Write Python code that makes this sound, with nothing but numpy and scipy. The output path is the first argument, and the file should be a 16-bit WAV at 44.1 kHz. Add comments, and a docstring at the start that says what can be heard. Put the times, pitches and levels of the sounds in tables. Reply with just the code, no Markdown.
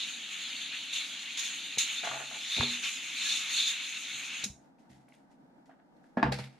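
"""A desk in a quiet room, close to a two-port microphone. Small brushless motors jitter without
propellers on a hand-held drone frame: torque ripple makes a rough hiss that rings in the carbon
arms and metal bells, surges when the frame is bumped, and stops with a jolt. Knocks ring the desk,
a loose propeller scrapes, small ticks sound, a finger slides on the frame and the frame settles."""
import sys
import numpy as np
from scipy import signal
from scipy.fft import rfft, irfft, next_fast_len
from scipy.io import wavfile
from scipy.ndimage import uniform_filter1d

SR = 44100
rng = np.random.default_rng(int(sys.argv[2]) if len(sys.argv) > 2 else 0)


def inscribe(sig):
    """Save sig as 16-bit PCM at rate SR to the path in sys.argv[1].

    A 1-D sig is mono; a 2-D sig holds one channel per row.
    Samples are clipped to [-1, 1] before scaling.
    """
    pcm = np.round(np.clip(np.atleast_2d(sig).T, -1, 1) * 32767)
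    wavfile.write(sys.argv[1], SR, pcm.astype(np.int16))


N = 290619
SIZE = next_fast_len(N + SR)
HZ, T = np.fft.rfftfreq(SIZE, 1 / SR), np.arange(N) / SR


def amp(db):
    """dB to gain."""
    return 10 ** (np.asarray(db) / 20)


def unit_rms(x):
    """Scale to rms 1."""
    return x / np.sqrt(np.mean(abs(x) ** 2) + 1e-20)


def curve(points, hz):
    """Interpolate (f/Hz, value) rows over log frequency."""
    f, value = np.transpose(points)
    return np.interp(np.log(hz + 1), np.log(f + 1), value)


def add(mix, at_s, sound):
    """Mix a sound in at at_s."""
    part = mix[..., round(at_s * SR):][..., :sound.shape[-1]]
    part += sound[..., :part.shape[-1]]


def filtered(x, response):
    """Apply a frequency response."""
    return irfft(rfft(x, SIZE) * response, SIZE)[..., :N]


def min_phase(gain):
    """Minimum-phase response for a magnitude; unit power gain on white noise."""
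    log_gain = np.log(unit_rms(gain) + 1e-5)
    mirrored = np.concatenate([log_gain, log_gain[1:SIZE - len(HZ) + 1][::-1]])
    return np.conj(np.exp(signal.hilbert(mirrored)))[:len(HZ)]


def body(modes):
    """Steep resonances whose powers add; rows: f/Hz, width/Hz, level/dB."""
    power = sum(amp(2 * db) / (1 + (1.3 * (HZ - f) / width) ** 2) ** 2 for f, width, db in modes)
    return min_phase(np.sqrt(power))


def port_noise(coherence):
    """White noise at both ports; rows: f/Hz, correlation."""
    first, other = rng.standard_normal((2, N))
    alike = np.clip(curve(coherence, HZ), -1, 1)
    return np.array([first, filtered(first, alike) + filtered(other, np.sqrt(1 - alike ** 2))])


def wobble(span_s):
    """Noise smoothed over span_s, rms 1."""
    span = int(span_s * SR)
    return unit_rms(uniform_filter1d(uniform_filter1d(rng.standard_normal(N), span), span))


def patchy(x, depth_db):
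    """Narrow bands swell and fade independently."""
    bands = signal.stft(x, nperseg=256)[2]
    patches = uniform_filter1d(rng.standard_normal(bands.shape[:0:-1]), size=14, axis=0)
    patches = uniform_filter1d(patches, size=2, axis=1)
    gain = amp(depth_db * unit_rms(patches.T))
    return signal.istft(bands * unit_rms(gain), nperseg=256)[1][:, :N]


def strokes(rows):
    """Envelope: each stroke rises, holds and decays."""
    gain = np.zeros(N)
    for at_s, db, rise_s, hold_s, t60_s in rows:
        attack = np.clip((T - at_s) / rise_s, 0, 1) ** 2
        gain += attack * amp(db - 60 * np.maximum(T - at_s - rise_s - hold_s, 0) / t60_s)
    return gain


def room_tone():
    """Low background noise, drifting slightly in level."""
    # spectrum: f/Hz, relative level/dB
    spectrum = [(25, -22), (60, -26), (105, -41.5), (135, -17), (270, -9.5), (400, -24.5), (750, -18.5),
                (930, -20), (1050, -31.5), (1500, -30), (2600, -43.5), (5000, -48), (15500, -62.5)]
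    # likeness at the ports: f/Hz, correlation
    coherence = [(60, 0.42), (130, 0.41), (290, 0.82), (640, 0.05), (1410, 0.091), (3100, -0.65),
                 (6820, 0.2), (15000, 0.19)]
    level_db = -60.5 + 1.1 * wobble(.06)
    return amp(level_db) * unit_rms(filtered(port_noise(coherence), amp(curve(spectrum, HZ))))


def reflections(x):
    """A noise tail per port, each band decaying at its own rate; bass alike at both."""
    # room decay: f/Hz, t60/s
    decay = [(100, 0.55), (1000, 0.28), (3600, 0.23), (6700, 0.27), (9000, 0.33), (13000, 0.19)]
    noise = port_noise([(100, 1.0), (600, .9), (1500, 1.0), (4000, 0.91), (8000, .1)])[:, :SR // 2]
    hz, t, bands = signal.stft(noise, SR, nperseg=256)
    tail = signal.istft(bands * amp(-60 * t / curve(decay, hz)[:, None]), SR, nperseg=256)[1]
    tail = np.pad(tail / np.linalg.norm(tail[0]), ((0, 0), (150, 0)))  # pre-delay
    return signal.fftconvolve(x, tail, axes=1)[:, :N]


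def rustle():
    """Grainy friction: a finger slides on the frame, then the frame settles."""
    # finger strokes: t/s, level/dB, rise/s, hold/s, t60/s
    rubs = [(4.6, -78.5, .01, .05, .15), (4.775, -73.5, 0.02, 0.0056, 0.38),
            (4.885, -67, 0.016, 0.027, 0.47), (5.078, -76, 0.0075, 0.019, 0.36),
            (5.118, -73.5, .015, .015, 0.35), (5.29, -75, 0.026, 0.0096, .2),
            (5.652, -73.5, .008, .005, 0.24), (5.96, -82, .008, .005, 0.22),
            (6.025, -77, 0.011, 0.011, 0.52)]
    # frame movements: t/s, level/dB, rise/s, hold/s, t60/s
    settling = [(6.317, -37, .005, .003, 0.24), (6.384, -46, 0.003, .003, 0.25),
                (6.436, -57, 0.0031, 0.0081, 0.19), (6.5, -71, 0.027, .1, .5)]
    # finger spectrum: f/Hz, level/dB
    skin_tone = [(880, -46), (1500, -8), (2050, 5), (2130, -2.5), (7020, -7), (11600, -16), (15500, -36)]
    # frame spectrum: f/Hz, level/dB
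    frame_tone = [(710, -42), (1200, -10), (1380, -7.5), (2260, -3.5), (3110, -11), (4340, -9.5),
                  (6110, -17.5), (10400, -23.5), (15500, -45)]
    grain = unit_rms(port_noise([(100, 1.0), (4000, 0.36), (8000, 0.11)]) * amp(1.2 * wobble(0.0033)))
    finger = filtered(grain * strokes(rubs), unit_rms(amp(curve(skin_tone, HZ))))
    frame = filtered(grain * strokes(settling), unit_rms(amp(curve(frame_tone, HZ))))
    return finger + frame


def ticks():
    """Short noise puffs, each narrowed around one pitch."""
    # small ticks: t/s, relative level/dB, f/Hz
    events = [(4.785, -67, 2730), (5.084, -58.5, 2420), (5.088, -61, 10000), (5.123, -58, 2200),
              (5.14, -57.5, 3400), (5.152, -63, 8500), (5.658, -63, 5480), (5.966, -71, 4250),
              (6.041, -63, 1650), (6.324, -29, 4400), (6.388, -39.5, 4000), (6.441, -43, 4100)]
    out, t = np.zeros(N), np.arange(2000) / SR
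    for at_s, db, hz in events:
        puff = rng.standard_normal(len(t)) * amp(-60 * t / 0.014)
        ring = amp(-60 * t * hz / 14) * np.sin(2 * np.pi * hz * t)  # t60: 14 cycles
        add(out, at_s, amp(db - 8.0) * np.convolve(puff, ring)[:len(t)])
    return out


def propeller_scrapes():
    """Uneven slips excite a loose propeller dragged and rattled on the desk."""
    # drags: t/s, level/dB, rise/s, hold/s, t60/s
    drags = [(2.03, -40.5, 0.002, 0.1, .35), (2.19, -46.5, 0.0042, .025, .1),
             (2.298, -48, 0.0097, 0.037, .15), (5.69, -63, 0.0063, .015, 0.2),
             (5.785, -69, 0.0084, .005, .12), (6.17, -35, 0.0049, .003, 0.21),
             (6.226, -29, 0.0031, .003, .15)]
    # propeller resonances: f/Hz, width/Hz, level/dB
    modes = [(393, 254, -11.5), (677, 72, 1.5), (820, 110, -0.5), (1136, 220, -6.5), (1440, 210, -4.5),
             (1760, 400, -6), (2240, 250, -14.5), (2920, 1300, -19.5)]
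    slips = unit_rms(port_noise([(500, 0.91), (1500, 0.37)]) * amp(5.0 * wobble(0.0012)))
    return filtered(slips * strokes(drags), body(modes))


def desk_knocks():
    """Each blow rings the desk modes near its favoured pitch, with a noisy crack on top."""
    # blows: t/s, level/dB, favoured f/Hz, spread/octaves, ring time factor
    blows = [(1.774, -37.5, 433, 0.98, 0.11), (2.102, -58, 131, 0.41, 1.4), (2.566, -50, 490, 1.6, 0.59),
             (2.579, -41, 400, 1.07, 0.99), (2.597, -23.5, 94.4, 0.33, 0.44),
             (2.608, -25, 1700, 0.86, 0.31), (2.613, -39.5, 247, 0.17, 3.1), (2.628, -34, 506, 0.67, 0.25),
             (4.135, -59, 157, 0.97, 0.47), (4.437, -47.5, 253, 1.3, 0.41), (4.458, -39.5, 181, 0.3, 0.56),
             (4.498, -42, 81.4, 0.52, 0.43), (4.9, -57.5, 131, 1, 1.1), (5.693, -53, 769, 0.21, 0.64),
             (6.17, -34.5, 694, 1.46, 1.17), (6.172, -29, 249, .25, 1.37), (6.228, -14.5, 965, 0.3, 0.34),
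             (6.23, -23.5, 320, 0.45, 0.46), (6.243, -28.5, 99, 0.89, 0.76), (6.265, -25, 620, 0.83, 0.18),
             (6.281, -33.5, 149, 0.97, 0.9), (6.32, -27.5, 650, 0.33, 0.5), (6.388, -40.5, 680, .8, 0.41),
             (6.395, -37, 126, .41, 0.71)]
    # desk modes: f/Hz, level/dB, t60/s
    modes = [(67, 1, 0.34), (96, -5.5, 0.21), (132.8, 5, 0.49), (203.5, 0, 0.37), (244.3, 4.5, 0.17),
             (307, -3.5, 0.27), (394, -6.5, 0.41), (495, -4, 0.27), (590, 2.5, 0.098), (670, 5, 0.076),
             (787.6, 0, 0.21), (832, -10.5, 0.21), (908, 1, 0.17), (1060, -1, 0.11), (1260, -11, 0.052),
             (1350, 3, 0.042), (1710, 3, 0.086), (1648, -8, 0.022)]
    # crack spectrum: f/Hz, level/dB
    crack_tone = [(400, -20.5), (1000, -1), (1800, 7.5), (3000, -10.5), (5000, -15.5), (9000, -35),
                  (15000, -57.5)]
    hard_hz, settle_s, settle_t60_s = 930, 6.495, .09
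    thud, crack, t = np.zeros((2, N)), np.zeros(N), np.arange(SR // 2) / SR
    hz, mode_db, t60_s = np.transpose(modes)[:, :, None]
    attack = 1 - np.exp(-t / 0.001)
    for at_s, db, favoured_hz, spread_oct, ring in blows:
        strength, detune, offset, side_shift = rng.standard_normal((4, len(modes), 1))
        reach_db = -6 * (np.log2(hz / favoured_hz) / spread_oct) ** 2
        envelope = amp(mode_db + reach_db + 1.2 * strength - 60 * t / (t60_s * ring)) * attack
        phase = 2 * np.pi * hz * (1 + 0.0054 * detune) * t + 1.2 * offset
        skew = 0.46 * hz / 1000 * side_shift  # higher modes differ more in phase between ports
        ports = np.array([(envelope * np.sin(phase + side * skew)).sum(0) for side in (1, -1)])
        add(thud, at_s, amp(db) * ports)
        crack_db = db - 4.5 + 11.5 * min(np.log2(favoured_hz / hard_hz), 0)  # dull blows crack less
        add(crack, at_s, amp(crack_db - 60 * t / (0.068 * ring)) * rng.standard_normal(len(t)) * attack)
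    damping = amp(-60 * np.maximum(T - settle_s, 0) / settle_t60_s)  # a hand comes to rest and damps the desk
    return thud * damping + filtered(crack, min_phase(amp(curve(crack_tone, HZ))))


def motor_whines():
    """Speed changes: short, unsteady gliding tones, plus fainter ones at random."""
    # glides: start/s, end/s, start f/Hz, end f/Hz, level/dB
    glides = [(.035, .125, 6500, 4600, -56), (.475, .515, 5350, 4850, -55), (1.43, 1.475, 6000, 5500, -51),
              (2.4, 2.44, 5030, 5250, -55), (2.435, 2.485, 5200, 6300, -53),
              (2.655, 2.735, 8500, 7200, -56), (2.95, 3.0, 5600, 4500, -53), (3.22, 3.29, 5500, 5540, -50),
              (3.285, 3.34, 5620, 5720, -47), (3.235, 3.295, 1700, 1690, -47)]
    out, flutter, waver = np.zeros(N), amp(2.0 * wobble(.004)), 1 + .0015 * wobble(.006)
    faint = [(4.3 * when, 4.3 * when + .06, 4100 + 1900 * first, 4100 + 1900 * last, -64)
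             for when, first, last in rng.random((24, 3))]
    for start_s, end_s, from_hz, to_hz, db in glides + faint:
        hz = np.linspace(from_hz, to_hz, round((end_s - start_s) * SR))
        hz *= waver[round(start_s * SR):][:len(hz)]
        tone = np.sin(2 * np.pi * np.cumsum(hz) / SR)
        add(out, start_s, amp(db) * signal.windows.tukey(len(hz), .5) * tone)
    return out * flutter


def motor_effort():
    """Drive of arms and bells: how hard the motors fight, plus torque surges."""
    # effort over idle: t/s, arm drive/dB, bell drive/dB
    effort = [(0, 5.5, 5), (.2, -1, 1.5), (.41, 0, 0.5), (.46, 2, 1.5), (.9, -2, -0.5), (1.2, 0, 1),
              (1.75, -0.5, 0), (2.0, 1, 3), (2.24, -3, 0), (2.45, 2, 3.5), (2.6, 9, 9.5), (2.7, 6, 6.5),
              (2.8, -1.5, 4.5), (3.03, -5.5, 0), (3.22, 6, 9.5), (3.33, 7, 12), (3.46, 1.5, 5.5),
              (3.58, 8.5, 12), (3.68, 8.5, 12.5), (3.75, 3.5, 5), (3.85, 4, 4.5), (3.88, -1, 2.5),
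              (3.98, -1.5, 4), (4.1, -0.5, 3), (4.43, -2, 3.5)]
    # surges: t/s, rise/s, arm drive/dB, bell drive/dB, fade of the added dB to 0.1 %/s
    surges = [(0.924, .008, 6.5, 12, 0.63), (.95, .012, 5.5, 2, .3), (1.0, 0.01, 5, 4.5, 0.22),
              (1.37, 0.0045, 5.5, 11, 0.69), (1.389, 0.0078, 5, 8, 0.22), (1.78, 0.0038, 12.5, 22.5, 0.51),
              (2.035, .015, 4.5, 8.5, 0.46), (2.818, 0.025, 10.5, 11.5, 0.78),
              (4.439, 0.002, 5, 20.5, 0.13)]
    times_s, arm_points, bell_points = np.transpose(effort)
    arms_db, bells_db = np.interp(T, times_s, arm_points), np.interp(T, times_s, bell_points)
    for at_s, rise_s, arm_db, bell_db, fade_s in surges:
        surge = np.clip((T - at_s) / rise_s, 0, 1) * amp(-60 * abs(T - at_s) / fade_s)
        arms_db += arm_db * surge
        bells_db += bell_db * surge
    return arms_db, bells_db


def motors():
    """Random torque ripple shakes bells, bearings and arms; all follow the effort, then coast out."""
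    # bell resonances: f/Hz, width/Hz, level/dB
    bells = [(6145, 230, -7.5), (6690, 330, 0), (7505, 400, -14), (8246, 425, -13), (9080, 440, -21.5),
             (9730, 400, -18), (10320, 590, -27), (11120, 930, -21.5), (13100, 1000, -29),
             (13540, 600, -48)]
    # bearing resonances: f/Hz, width/Hz, level/dB
    bearings = [(4840, 2300, -5.5), (5250, 360, -5.5), (5720, 280, -1.5)]
    # lower arm resonances: f/Hz, width/Hz, level on desk/dB, level lifted/dB
    low_arms = [(1470, 620, -17.5, -12), (1940, 1040, -9, -13.5), (2408, 400, -7.5, -0.5),
                (2674, 220, 0.5, -2), (2800, 340, 3.5, -6), (3185, 490, 4.5, -5.5)]
    # upper arm resonances: f/Hz, width/Hz, level on desk/dB, level lifted/dB
    high_arms = [(3590, 170, 0, 0), (3930, 300, -2.5, -6), (4200, 350, -6, -9)]
    # frame off the desk: t/s, share 0-1
    lifting = [(0, 0.42), (2.3, 0.64), (2.6, 0.96), (3.0, 0.9), (3.5, 0.78), (4.45, 0.93)]
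    # likeness at the ports: f/Hz, correlation
    coherence = [(1200, 0.14), (2000, 0.81), (2800, 0.86), (3600, 0.92), (4300, 0.86), (5200, 0.26),
                 (6200, 0.4), (6900, 0.23), (8500, 0.13), (14000, 0.088)]
    # port balance: f/Hz, left minus right/dB
    balance = [(1200, -1), (2100, 2), (3400, 0.5), (5200, 0), (8300, -0.5), (9700, 0), (11300, -5),
               (13500, -3)]
    stop_s, arm_t60_s, bell_t60_s = 4.447, 0.062, 0.27
    arms_db, bells_db = motor_effort()
    ripple_db = 0.43 * wobble(0.001) + 0.69 * wobble(0.042)
    coast_s = np.maximum(T - stop_s, 0)
    lift = np.clip(np.interp(T, *np.transpose(lifting)), 0, 1)
    hiss = np.zeros((2, N))
    for modes, idle_db, slope in (bells, -51, 1.11), (bearings, -60, 1.33):
        level_db = idle_db + slope * bells_db + ripple_db - 60 * coast_s / bell_t60_s
        shake = port_noise(coherence) * amp(level_db + 1.6 * wobble(.04))
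        hiss += filtered(shake, body(modes))
    for modes, idle_db, slope, lifted_db in (low_arms, -40.5, 0.77, 0.5), (high_arms, -44.5, 1.51, -0.5):
        level_db = idle_db + slope * arms_db + ripple_db - 60 * coast_s / arm_t60_s
        shake = port_noise(coherence) * amp(level_db + 1.2 * wobble(0.051))
        on_desk = body([(f, width, db) for f, width, db, _ in modes])
        lifted = body([(f, width, db) for f, width, _, db in modes]) * amp(lifted_db)
        hiss += filtered(shake * (1 - lift), on_desk) + filtered(shake * lift, lifted)
    radiation = HZ ** 2 / (HZ ** 2 + 900 ** 2)  # small parts radiate no bass
    port_gain = amp(np.outer([.5, -.5], curve(balance, HZ)))
    return filtered(patchy(hiss, depth_db=1.7) + motor_whines(), radiation * port_gain)


def scene():
    """Close sources, their reflections and the room tone."""
    drone = motors()
    desk = desk_knocks() + propeller_scrapes() + ticks()
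    into_room = amp(-10.0) * drone + filtered(desk, amp(-4.0) * HZ / (HZ + 500))
    return drone + desk + rustle() + reflections(into_room) + room_tone()


def record(dry):
    """Microphone bass loss, a soft treble shoulder, then the recorder's band limit."""
    bass_hz, shoulder_hz, edge_hz = 35, 14600, 15760
    low_cut = (1j * HZ / (1j * HZ + bass_hz)) ** 2
    soft = filtered(dry, low_cut / np.sqrt(1 + (HZ / shoulder_hz) ** 30))
    band_limit = signal.firwin(511, edge_hz, window=("kaiser", 9), fs=SR)
    return signal.oaconvolve(soft, band_limit[None], "same")


dry = scene()
out = record(dry)
inscribe(out)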